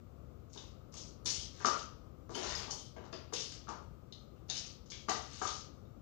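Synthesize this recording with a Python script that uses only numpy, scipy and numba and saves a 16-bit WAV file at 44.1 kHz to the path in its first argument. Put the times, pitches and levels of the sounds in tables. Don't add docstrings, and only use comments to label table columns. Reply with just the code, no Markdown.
import sys
import numpy as np
from scipy import signal
from scipy.fft import rfft, irfft, next_fast_len
from scipy.io import wavfile
from scipy.ndimage import uniform_filter1d
from numba import njit

SR = 44100
rng = np.random.default_rng(int(sys.argv[2]) if len(sys.argv) > 2 else 0)


def field_ratio(decibels):
    return 10 ** (np.asarray(decibels, dtype=float) / 20)


def generate_wav(sig):
    pcm = np.round(np.clip(np.atleast_2d(sig).T, -1, 1) * 32767).astype(np.int16)
    wavfile.write(sys.argv[1], SR, pcm)


N = 265288

# [f/Hz, level/dB per Hz]
FAN_HUM = [(15, -46), (25, -29), (46, -7.5), (65, -0.5), (151, -6.5), (179, -10.5), (213, -10.5),
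           (301, -14), (340, -13.5), (469, -18.5), (504, -15.5), (957, -32), (1250, -23.5), (1820, -48),
           (9000, -60), (11700, -93), (19800, -120)]
# [f/Hz, level/dB, trail/s]
STUD_MODE = (10070, 0, 0.096)
# [f/Hz, level/dB, trail/s]
WALL_MODES = [
    (11630, -8, 0.04),
    (14800, 1, 0.08),
]
# [t/s, stud level/dB, wall level/dB]
TINKLES = [
    (.936, -69, -85),
    (1.258, -50, -52),
    (1.656, -62, -51),
    (2.351, -59, -60),
    (2.55, -66, -55),
    (2.707, -59, -61),
    (3.335, -53.5, -61),
    (4.498, -56, -72),
    (5.094, -70, -56),
    (5.439, -59, -80),
]
# [t/s, level/dB, f/Hz of the centre]
STROKES = [
    [(1.5, -74, 3950), (1.58, -61.5, 4000), (1.64, -59, 2510), (1.66, -79, 2500)],
    [(2.29, -72, 2410), (2.36, -52, 2380), (2.45, -46, 2590), (2.55, -48.5, 3070), (2.63, -52.5, 2430),
     (2.72, -72, 2080)],
    [(5.25, -71, 4460), (5.33, -54, 4400), (5.40, -58, 4440), (5.44, -72, 4510)],
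]
# [t/s, peak level/dB, f/Hz]
RINGING_PIECES = [(.575, -52, 3700), (4.124, -52, 3700), (4.921, -51, 3350), (1.276, -53, 5430),
                  (1.647, -24.5, 1262), (1.66, -43, 652), (1.671, -32, 1190), (1.685, -37, 1378),
                  (1.709, -45, 1190), (1.759, -53, 1210), (2.42, -47.5, 664), (2.52, -45.5, 1890),
                  (2.707, -51, 6000), (2.965, -52, 622), (3.13, -49.5, 395), (3.135, -53, 636),
                  (3.33, -46.5, 511), (3.671, -53, 1294), (3.69, -49.5, 1246), (3.708, -49.5, 925),
                  (4.125, -55, 4050), (4.499, -41, 3780), (4.919, -50, 2290), (5.085, -36.5, 1180),
                  (5.092, -39, 1954), (5.095, -39, 752), (5.11, -42, 1190), (5.415, -43, 761),
                  (5.416, -37.5, 1285), (5.453, -36, 1230)]
# [t/s, peak level/dB, f/Hz]
FLAT_TILES = [
    (1.40, -55.5, 3190),
    (2.347, -48, 3100),
    (2.551, -50, 5070),
    (2.708, -60, 3080),
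    (2.78, -62, 3140),
    (3.139, -61.5, 4870),
    (5.852, -83, 3700),
]
# [t/s, peak level/dB, f/Hz of the centre, thud/dB, first contact/dB]
BIG_PIECES = [(0.556, -39.5, 1070, 1, -7), (0.934, -44, 1050, -25, -14), (1.254, -45, 990, 2.5, 15.5),
              (1.603, -29.5, 1420, -19, 2), (1.647, -25.5, 1100, -11, 7), (1.668, -22.5, 1340, -44, -2),
              (2.293, -34.5, 910, -1.5, -8), (2.352, -28.5, 930, -2, 6), (2.44, -39.5, 870, -2, 20),
              (2.607, -50.5, 970, -1, 23), (2.68, -34.5, 930, -24, -1), (2.963, -34, 1150, -2.5, -2),
              (3.039, -43, 1190, -10, 15), (3.127, -38.5, 1220, -3.5, 15), (3.323, -41.5, 1043, -4.5, 18.5),
              (3.68, -27.5, 1200, -25, -2), (4.493, -41.5, 750, -17, 3), (5.084, -20, 1200, -17, 3.5),
              (5.415, -24.5, 1220, -16.5, 11.5)]
# [t/s, peak level/dB, f/Hz of the centre, first contact/dB]
SMALL_BRICKS = [(0.4993, -52.5, 6860, -15), (0.5316, -38, 5800, -9), (0.5743, -40.5, 3760, 6),
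                (0.9213, -48, 5430, -2), (0.9378, -38.5, 5050, 8.5), (0.9673, -32, 5900, -6),
                (1.2586, -18.5, 5220, 2), (1.3, -20, 5980, -12), (1.6551, -19, 4700, 3),
                (2.3057, -39.5, 7100, -8), (2.3506, -28, 3420, 7), (2.5508, -31.5, 4940, 1),
                (2.7061, -26, 6600, -9), (2.9623, -43, 2240, -7), (3.0512, -53, 3450, 10),
                (3.1269, -35, 2930, 7.5), (3.334, -27.5, 4700, 11.5), (3.3633, -21.5, 4500, -14),
                (3.5184, -37, 4200, 9), (3.687, -40, 5300, 8.5), (4.1246, -50, 4000, -9),
                (4.3605, -59, 2700, -15), (4.4966, -24, 3700, -1), (4.5494, -24, 4700, -12.5),
                (4.8592, -52, 5100, -10), (4.9014, -34, 5170, -14), (4.918, -36, 3200, 2),
                (5.0932, -22, 4300, 8), (5.4229, -26.5, 5640, -11), (5.4698, -24.5, 5000, 1)]
# [f/Hz, level/dB]
MIC_RESPONSE = [(70, -41), (200, -8.5), (400, -2.5), (1200, -5.5), (2000, -9), (4000, 0.5), (6500, 10),
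                (7200, 1.5), (8000, -6), (8800, -8), (9500, -29), (15000, -35)]
# [f/Hz, level/dB]
COVERED_PORT = [(60, -20.5), (400, -23), (700, -15.5), (1300, -23.5), (2400, -18), (5500, -17.5),
                (6800, -22.5), (7300, -29), (9000, -30), (10000, -4)]
# [f/Hz, level/dB per Hz]
PORT_HISS = [(300, -29), (2000, 3), (7000, -5), (9000, -11.5), (13600, -9), (14600, -3.5), (15400, -8)]

LEAD_SAMPLES = 41
TOP_HZ = 15500
STROKE_RATE = 100
CLICK_TRAIL_S, TRAIL_S_PER_DB = 0.09, 0.0007
SPREAD_OCT, SPREAD_OCT_PER_DB, SPREAD_PER_OCT = 0.71, 0.012, 0.25
KNOCK_TRAIL_S = 0.038
RING_T60_S, RING_KNEE_HZ = 0.049, 1930
TILE_CYCLES = 99


def colour(x, table):
    hz, db = np.transpose(table)
    n = next_fast_len(x.shape[-1], True)
    f = np.arange(n // 2 + 1) * SR / n + 1
    gain = field_ratio(np.interp(np.log(f), np.log(hz), db))
    return irfft(rfft(x, n) * gain, n)[:x.shape[-1]]


def level(x, db):
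    return x * field_ratio(db) / np.sqrt(np.mean(x ** 2))


def fan():
    hold = SR // 6
    steps = np.repeat(rng.standard_normal(N // hold + 1), hold)
    sway = field_ratio(uniform_filter1d(steps, hold)[:N])
    return [level(colour(rng.standard_normal(N), FAN_HUM), -50.0) * sway for _ in range(2)]


def room(t60_low, t60_mid, t60_top, wet_db, build, flutter_db):
    t = np.arange(SR) / SR
    noise = rng.standard_normal(SR)
    low, under_top = (signal.sosfilt(signal.butter(4, hz, fs=SR, output="sos"), noise) for hz in (2400., 7300.))
    bands = zip((low, under_top - low, noise - under_top), (t60_low, t60_mid, t60_top))
    tail = sum(band * field_ratio(-60 * t / t60) for band, t60 in bands)
    throb_db = flutter_db * np.cos(2 * np.pi * t / 0.01223) * np.exp(-t / 0.08)
    direct = t == 0
    return field_ratio(wet_db + throb_db) * tail * (1 - np.exp(-t / build)) + direct


@njit
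def ring(start, hz, t60, size, n):
    out = np.zeros(n)
    for k in range(len(start)):
        turn = np.exp(2j * np.pi * hz[k] / SR - np.log(1000.) / (t60[k] * SR))
        z, i = size[k] + 0j, int(start[k] * SR)
        for j in range(i, min(n, i + int(t60[k] * SR))):
            out[j] += z.imag
            z *= turn
    return out


def spray(s, db, hz, spread, trail, first_db, t60, fall_db, scatter_db, count):
    when = rng.random((len(s), count)) * 1.14 - .14
    size = np.minimum(rng.exponential(size=(len(s), count)), 2)
    steps = np.arange(count) * (np.sqrt(5) - 1) / 2
    pitch = 4 * ((steps + rng.random((len(s), 1))) % 1 - .5)
    first = np.arange(count) < count // 12
    tumble = trail[:, None] * when * (.8 + 1.0 * np.abs(when))
    late = np.where(first, .0055 * np.abs(when), tumble)
    f = np.clip(hz[:, None] * 2 ** (spread[:, None] * pitch), 150, .4 * SR)
    swell_db = np.where(when < 0, 140 * when - 3.0, fall_db * when)
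    contact_db = np.where(first, first_db[:, None], swell_db + scatter_db * size)
    g = field_ratio(db[:, None] - 2.5 * pitch ** 2 + contact_db)
    return ring((s[:, None] + late).ravel(), f.ravel(), (t60 * 1000 / f).ravel(), g.ravel(), N)


def tinkle():
    s, stud_db, wall_db = np.transpose(TINKLES)
    out, flat = 0, np.ones(len(s))
    for hit_db, (hz, db, trail) in zip((stud_db, wall_db, wall_db), [STUD_MODE] + list(WALL_MODES)):
        out = out + spray(s, hit_db + db - 6.5, hz * flat, 0.01 * flat, trail * flat, 0 * s,
                          0.061, -18.5, 3.73, count=24)
    return colour(out, [(8500, -47.5), (9600, 10.5), (16000, -1.0)])


def plough():
    out = 0
    for stroke in STROKES:
        s, db, hz = np.transpose(stroke)
        at = np.arange(s[0], s[-1], 1 / STROKE_RATE)
        flat = np.ones(len(at))
        out = out + spray(at, np.interp(at, s, db) + 9.5, np.interp(at, s, hz), 1.068 * flat, .012 * flat,
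                          0 * flat, 0.02, 0., 3.23, count=11)
    return out


def rings():
    s, db, hz = np.transpose(RINGING_PIECES).copy()
    pieces = ring(s, hz, RING_T60_S / (1 + (hz / RING_KNEE_HZ) ** 2), field_ratio(db + 16.5), N)
    s, db, hz = np.transpose(FLAT_TILES).copy()
    return pieces + ring(s, hz, TILE_CYCLES / hz, field_ratio(db + 17.5), N)


def knocks():
    s, db, hz, thud_db, first_db = np.transpose(BIG_PIECES)
    flat = np.ones(len(s))
    trail = KNOCK_TRAIL_S * flat
    hollow = spray(s, db - 5.5, hz, 0.35 * flat, trail, first_db, 0.0083, -11.0, 5.65, count=36)
    thud = spray(s, db + thud_db - 11.5, 430 * flat, 0.39 * flat, trail, first_db, 0.015, -9.5, 3.9, count=36)
    return hollow + thud


def clicks():
    s, db, hz, first_db = np.transpose(SMALL_BRICKS)
    trail = CLICK_TRAIL_S + TRAIL_S_PER_DB * (db + 35)
    spread = SPREAD_OCT + SPREAD_OCT_PER_DB * first_db + SPREAD_PER_OCT * np.log2(hz / 5000)
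    spread = np.clip(spread, .3, 0.88)
    return spray(s, db - 11.0, hz, spread, trail, first_db, 0.015, -16.0, 3.9, count=120)


def scene():
    bricks = colour(clicks() + knocks() + rings() + plough(), MIC_RESPONSE) + tinkle()
    near, other = (signal.fftconvolve(bricks, room(0.46, 0.47, 0.37, -27.0, 0.001, 2.1))[:N] for _ in range(2))
    hum, hum_other = fan()
    own = colour(other + hum_other, [(100, -9), (500, -3), (1000, 0)])
    same = colour(near + hum, [(200, 0), (600, -4), (1200, -16)])
    return np.array([np.roll(near + hum, LEAD_SAMPLES), same + own])


def mask(x, from_hz, quiet_db, under_db, tilt_db, hole_db):
    f, _, z = signal.stft(x, SR, nperseg=2048)
    f = f[:, None]
    loud = np.sqrt(np.mean(np.abs(z[46:325]) ** 2, axis=0))
    shadow = field_ratio(under_db - tilt_db * np.log2(f / from_hz + 1e-9)) * loud
    threshold = np.maximum(field_ratio(quiet_db), shadow) * (f > from_hz) + 1e-12
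    over = np.abs(z) / threshold
    band = np.sqrt(np.mean(over[1:].reshape(64, 16, -1) ** 2, axis=1))
    luck = uniform_filter1d(rng.standard_normal(band.shape), size=3, axis=1)
    z[1:] *= np.repeat(band * field_ratio(8 * luck) > field_ratio(hole_db), 16, axis=0)
    gate = over ** 6 / (1 + over ** 6)
    return signal.istft(z * gate * (f < TOP_HZ), SR)[1][:N]


def low_pass(x):
    return signal.sosfilt(signal.butter(12, 16270, fs=SR, output="sos"), x)


def record(dry):
    left = dry[0] + level(colour(rng.standard_normal(N), PORT_HISS), -76.0)
    hiss = colour(colour(rng.standard_normal(N), PORT_HISS), [(2000, -7.0), (13000, 6.5), (15000, 9)])
    right = colour(dry[1], COVERED_PORT) + level(hiss, -77.0)
    left = mask(left, 7700., -113., -31., 11., 4.)
    right = mask(right, 7000., -117., -16., 13., 2.)
    return low_pass(np.array([left, right]))


dry = scene()
out = record(dry)
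generate_wav(out)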